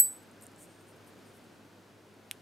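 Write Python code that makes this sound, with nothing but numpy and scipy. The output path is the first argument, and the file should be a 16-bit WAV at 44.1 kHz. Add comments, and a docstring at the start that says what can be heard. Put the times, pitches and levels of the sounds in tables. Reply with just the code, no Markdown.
"""A quiet room, a steel lure blade close to the microphone and slightly right; fan-like noise and a low hum throughout.
The blade has just clinked as we begin: its modes, a noise crack and a rough haze die away over a soft afterglow.
Small fittings tick against each other, mostly in the first half second, each as a filtered click and a short ring.
Then fingers catch the blade and slide over it in swells of grainy, coloured hiss; a last few ticks fall among and after.
At 2.3 s a wire snaps, one push through seven resonances. Faint wall echoes follow every close sound."""
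import sys
import numpy as np
from scipy import signal
from scipy.fft import rfft, irfft, next_fast_len
from scipy.io import wavfile
from scipy.ndimage import map_coordinates

SR = 44100
rng = np.random.default_rng(int(sys.argv[2]) if len(sys.argv) > 2 else 0)


def unload_wav(signal):
    """Save mono or channel-first audio to the path in sys.argv[1] as 16-bit WAV at rate SR, clipped to [-1, 1]."""
    wavfile.write(
        sys.argv[1],
        SR,
        np.round(np.clip(np.atleast_2d(signal).T, -1, 1) * 32767).astype(np.int16),
    )


N = 106501  # samples, about 2.4 s

# Room noise over time: start_s, level_db
AIR_LEVEL = [(0.0, -55.5), (0.89, -56), (1.16, -55), (2.04, -58), (2.41, -56.5)]
# Colour of the room noise: pitch_hz, level_db per Hz (end points are not used)
AIR_COLOUR = [(71, -41.5), (120, -11), (193, -6.5), (237, -6.5), (279, -5.5), (388, -8), (981, -16.5),
              (1160, -18.5), (1510, -17), (1780, -20.5), (4600, -27.5), (14600, -38.5), (16500, -57)]
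# Its lowest part: pitch_hz, level_db per Hz
LOW_AIR_COLOUR = [(15, -47), (30, -24), (80, -21), (110, -9)]
# How alike left and right are in the room noise: pitch_hz, likeness (1 = the same)
AIR_LIKENESS = [(60, 1), (130, 0.67), (290, 0.98), (640, 0.69), (1410, 0.79), (3100, 0.7), (6820, 0.92),
                (15000, 0.91)]
# Echo decay by pitch: pitch_hz, t60_s
ROOM_DECAY = [(500, 0.13), (3000, .1), (9000, 0.15), (16000, 0.0693)]
# Resonances of the wire: pitch_hz, width_hz, level_db, direction (signed factor)
WIRE_MODES = [(2570, 1100, 4, 0.92), (3900, 970, -3, -0.91), (5620, 650, -6.5, -1), (7560, 680, -9.5, 1),
              (8740, 110, -1.5, -1.45), (10100, 2300, -2.5, 0.73), (13000, 1500, -10, -0.97)]
# Finger slides: start_s, length_s, peak_share of length, level_db, tilt_db per octave,
# ring_db of the fitting relative to the hiss
SLIDES = [(.418, .032, 0.67, -57, 6, -3.5), (0.449, 0.015, .4, -59, .1, -6),
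          (0.577, 0.088, 0.61, -55.5, -1.5, -8), (0.653, 0.16, .2, -71, -8, -1),
          (0.796, .04, .6, -72, .1, 0), (.86, 0.07, .4, -67, 4, -3), (.955, 0.023, .4, -67.5, 8, -14),
          (1.061, 0.046, .2, -64, 10, -10.5), (1.17, 0.046, .4, -78, 4, -17),
          (1.245, .07, .4, -70.5, 5, -2), (1.329, .07, .6, -67, 9, -19), (1.426, .04, .4, -74, 3, -14),
          (1.51, 0.063, .4, -83.5, -2, 7)]
# Colour of skin on metal, before each slide's tilt: pitch_hz, level_db per Hz
SKIN_COLOUR = [(4000, -35), (6000, -8), (7500, 1), (8700, 4), (10500, -1), (12500, -4), (13500, -10),
               (15700, -15), (15950, -60)]
# Touches of the fittings: start_s, ring_db before the onset rise, ring_hz, ring_t60_s,
# click_db (peak before CLICK_BOOST_DB)
TICKS = [(0.08, -36.5, 8970, 0.054, -70), (.1175, -53, 9000, .05, -75), (.1282, -39, 8600, .02, -43),
         (.1335, -56, 8900, .015, -65), (.147, -71, 8950, .025, -75), (.158, -51, 8900, .015, -62),
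         (.1635, -47, 8980, 0.046, -70), (.204, -59, 8950, .02, -75), (.229, -58, 8950, .04, -65),
         (.3135, -53, 8810, .02, -56.5), (.4115, -54, 11550, .06, -51), (0.4225, -48, 9200, .012, -44),
         (0.425, -47, 8170, .015, -47), (.4669, -54, 9900, .01, -38.5), (.4812, -64, 7200, .01, -60),
         (.5168, -54, 10100, .01, -56), (0.5613, -50, 7900, .012, -53.5), (1.044, -61, 12500, .015, -66),
         (2.1405, -64.5, 8800, 0.036, -75)]
# Resonances of a tick's click: pitch_hz, width_hz, level_db
CLICK_MODES = [(7500, 1800, 2.5), (9840, 2000, 3), (13000, 2200, -10)]
# Blade modes: pitch_hz, direction at the struck point (+1 or -1)
BLADE_PITCHES = [(4727, 1), (7964, 1), (8955, 1), (9445, 1), (11511, 1), (11720, 1), (11861, -1),
                 (14980, 1), (15587, 1)]
# The same modes, in order: level_db, t60_s, afterglow_db, afterglow_t60_s
BLADE_DECAYS = [(-43.5, 0.053, -66, 0.29), (-14.5, 0.25, -51, .35), (-16.5, .027, -52, .3),
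                (-49.5, 0.1, -65, .2), (-13.5, .085, -47.5, 0.4), (-11, 0.086, -43, .45),
                (-26, 0.19, -46, .45), (-16.5, 0.028, -58, .4), (-47, .1, -51, .25)]
# Colour of the haze between the modes: pitch_hz, level_db
HAZE_COLOUR = [(6500, -26), (8200, -3), (11500, 0), (13500, -15), (15200, -5.5), (15900, -41.5)]

AIR_TOP_HZ = 15800
HUM_HZ, HUM_DB, HUM_WAVER_HZ, HUM_WAVER_DB = 101.3, -65.5, .8, 1
ECHO_DB, ECHO_GAP_S, ECHO_LIKENESS = -18, .0015, .75
LURE_LEAN_DB, AIR_LEAN_DB = -.33, .33  # added on the left, taken off on the right
SNAP_S, SNAP_DB = 2.3123, -17
WIRE_LOW_HZ, WIRE_TOP_HZ, WIRE_SHELF_DB = 1550, 13900, -9
SLIDE_EDGE_S, SLIDE_HUMP_DB, SLIDE_GRAIN_DB = .015, 8, 1.5
FITTING_HZ, FITTING_WIDTH_HZ = 8700, 250
RING_RISE_S, CLICK_BOOST_DB = .00053, 5.5
BLOW_S = -.0015  # the blow falls just before the start
CRACK_DB, CRACK_T60_S = -10, .012
HAZE_DB, HAZE_T60_S = -43, .22
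AFTERGLOW_WIDTH_HZ = 30
SWELL_S, SWELL_HZ, SWELL_DB, SWELL_WIDTH_S = .055, 4680, -56, .022


def amp(db):
    """Decibels to gain."""
    return 10 ** (np.asarray(db) / 20)


def unit(x):
    """Scaled to rms 1."""
    return x / np.sqrt(np.mean(x ** 2) + 1e-20)


def along(points, hz):
    """Values between (pitch_hz, value) points on a log pitch axis."""
    pitch, value = np.transpose(points)
    return np.interp(np.log(hz + 1), np.log(pitch + 1), value)


def wobble(rate_hz):
    """A smooth random curve through rate_hz random knots a second."""
    knots = rng.standard_normal(int(N * rate_hz / SR) + 4)
    return map_coordinates(knots, [np.arange(N) * rate_hz / SR])


def filtered(x, response):
    """A sound shaped by a complex response of frequency."""
    size = next_fast_len(N + SR // 2)
    hz = np.fft.rfftfreq(size, 1 / SR)
    return irfft(rfft(x, size) * response(hz), size)[..., :N]


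def noise(colour):
    """Coloured noise of rms 1."""
    return unit(filtered(rng.standard_normal(N), lambda hz: amp(along(colour, hz))))


def peak(f, hz, width_hz):
    """The response of one resonance, 1 at its centre."""
    return 1j * f * width_hz / (hz * hz - f * f + 1j * f * width_hz)


def narrow(hz, width_hz):
    """Noise around one pitch, through the same resonance twice, rms 1."""
    return unit(filtered(rng.standard_normal(N), lambda f: peak(f, hz, width_hz) ** 2))


def dying(start_s, t60_s):
    """Time since the start, and a decay of 60 dB per t60 from there."""
    t = np.maximum(np.arange(N) / SR - start_s, 0)
    return t, (t > 0) * amp(-60 * t / t60_s)


def pushed(times_s, levels_db, response):
    """Sharp pushes through a response, each scaled to its peak level."""
    trial, pushes = np.zeros(N), np.zeros(N)
    trial[99] = 1  # a lone push, to find the peak of the response
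    pushes[np.round(np.array(times_s) * SR).astype(int)] = amp(levels_db)
    return filtered(pushes, response) / np.abs(filtered(trial, response)).max()


def air():
    """Fan-like room noise, partly different left and right, over a slightly wavering hum."""
    colour = LOW_AIR_COLOUR + AIR_COLOUR[1:-1] + [(15800, -45.5)]
    likeness = [(30, .45)] + AIR_LIKENESS

    def mid_side(hz):
        # the angle splits the power so that left and right correlate by the likeness
        angle = np.arccos(np.clip(along(likeness, hz), -1, 1)) / 2
        level = (hz < AIR_TOP_HZ) * amp(along(colour, hz))
        return level * [np.cos(angle), np.sin(angle)]

    mid, side = filtered(rng.standard_normal((2, N)), mid_side)
    start_s, level_db = np.transpose(AIR_LEVEL)
    level = amp(np.interp(np.arange(N) / SR, start_s, level_db))
    rush = level * unit(np.array([mid + side, mid - side]))
    hum_hz = HUM_HZ + HUM_WAVER_HZ * wobble(4.8)
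    hum = np.sin(2 * np.pi * np.cumsum(hum_hz) / SR)
    hum_level = amp(HUM_DB + HUM_WAVER_DB * wobble(8))
    return amp([[AIR_LEAN_DB], [-AIR_LEAN_DB]]) * rush + hum_level * hum


def room(close):
    """The walls answer with decaying noise, each pitch at its own rate; the highest treble dies first."""
    hz, t, bins = signal.stft(rng.standard_normal((2, SR // 2)), SR, nperseg=256)
    fall = amp(-60 * t / along(ROOM_DECAY, hz)[:, None])
    mid, side = signal.istft(bins * fall, SR, nperseg=256)[1]
    width = np.sqrt((1 - ECHO_LIKENESS) / (1 + ECHO_LIKENESS))
    tail = np.array([mid + width * side, mid - width * side]) / np.linalg.norm(mid)
    late = np.pad(close, (round(ECHO_GAP_S * SR), 0))
    return signal.fftconvolve(late[None], tail, axes=1)[:, :N]


def snap():
    """One sharp push through the resonances of the wire, weak below and above its band."""
    def response(f):
        low_edge = (1j * f / (WIRE_LOW_HZ + 1j * f)) ** 2
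        top_edge = amp(WIRE_SHELF_DB) + 1 / (1 + (f / WIRE_TOP_HZ) ** 20)
        modes = sum(way * amp(db) * peak(f, hz, width) for hz, width, db, way in WIRE_MODES)
        return low_edge * top_edge * modes

    return pushed([SNAP_S], [SNAP_DB], response)


def fingers():
    """Grainy friction hiss swells and fades under each slide; it also shakes a fitting."""
    t, out = np.arange(N) / SR, np.zeros(N)
    for start, length, share, db, tilt_db, ring_db in SLIDES:
        end = start + length
        hump_db = np.interp(t, [start, start + share * length, end], [-SLIDE_HUMP_DB, 0, -SLIDE_HUMP_DB])
        # soft edges, reaching half an edge beyond the start and end
        edges = np.clip(np.minimum(t - start, end - t) / SLIDE_EDGE_S + .5, 0, 1) ** 2
        hiss = noise([(hz, level + tilt_db * np.log2(hz / FITTING_HZ)) for hz, level in SKIN_COLOUR])
        ringing = amp(ring_db) * narrow(FITTING_HZ, FITTING_WIDTH_HZ)
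        out += amp(db + hump_db) * edges * (hiss + ringing)
    return amp(SLIDE_GRAIN_DB * wobble(400)) * out


def fittings():
    """Each touch of the small fittings is a bright click and one short ring."""
    def click(f):
        # neighbouring resonances alternate in sign
        return sum((-1) ** k * amp(db) * peak(f, hz, width) ** 2
                   for k, (hz, width, db) in enumerate(CLICK_MODES))

    start_s, *_, click_db = np.transpose(TICKS)
    out = pushed(start_s, click_db + CLICK_BOOST_DB, click)
    for start, ring_db, hz, t60, _ in TICKS:
        t, fall = dying(start, t60)
        rise = 1 - np.exp(-t / RING_RISE_S)
        out += amp(ring_db) * rise * fall * np.sin(2 * np.pi * hz * t)
    return out


def blade():
    """One blow rings every mode; noise gives the crack, the haze and a rough afterglow as the blade spins."""
    crack_colour = [(100, -23.5), (1200, -9), (4000, -12), (8000, -3.5), (16000, -4)]  # pitch_hz, level_db
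    out = amp(CRACK_DB) * dying(BLOW_S, CRACK_T60_S)[1] * noise(crack_colour)
    out += amp(HAZE_DB) * dying(BLOW_S, HAZE_T60_S)[1] * noise(HAZE_COLOUR)
    for (hz, way), (db, t60, after_db, after_t60) in zip(BLADE_PITCHES, BLADE_DECAYS):
        t, fall = dying(BLOW_S, t60)
        out += way * amp(db) * fall * np.sin(2 * np.pi * hz * t)
        after_fall = dying(BLOW_S, after_t60)[1]
        out += amp(after_db) * after_fall * narrow(hz, AFTERGLOW_WIDTH_HZ)
    # a low mode swells briefly as the blade turns
    t = np.arange(N) / SR
    swell = np.exp(-((t - SWELL_S) / SWELL_WIDTH_S) ** 2)
    return out + amp(SWELL_DB) * swell * np.sin(2 * np.pi * SWELL_HZ * t)


def scene():
    """The room noise, the lure close by and its echo off the walls."""
    lure = snap() + fingers() + fittings() + blade()
    direct = lure * amp([[LURE_LEAN_DB], [-LURE_LEAN_DB]])
    return air() + direct + amp(ECHO_DB) * room(lure)


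def record(dry):
    """The microphone's band limit: full up to 16 kHz, nothing above 17 kHz."""
    return filtered(dry, lambda hz: np.clip((17000 - hz) / 1000, 0, 1) ** 3)


dry = scene()
out = record(dry)
unload_wav(out)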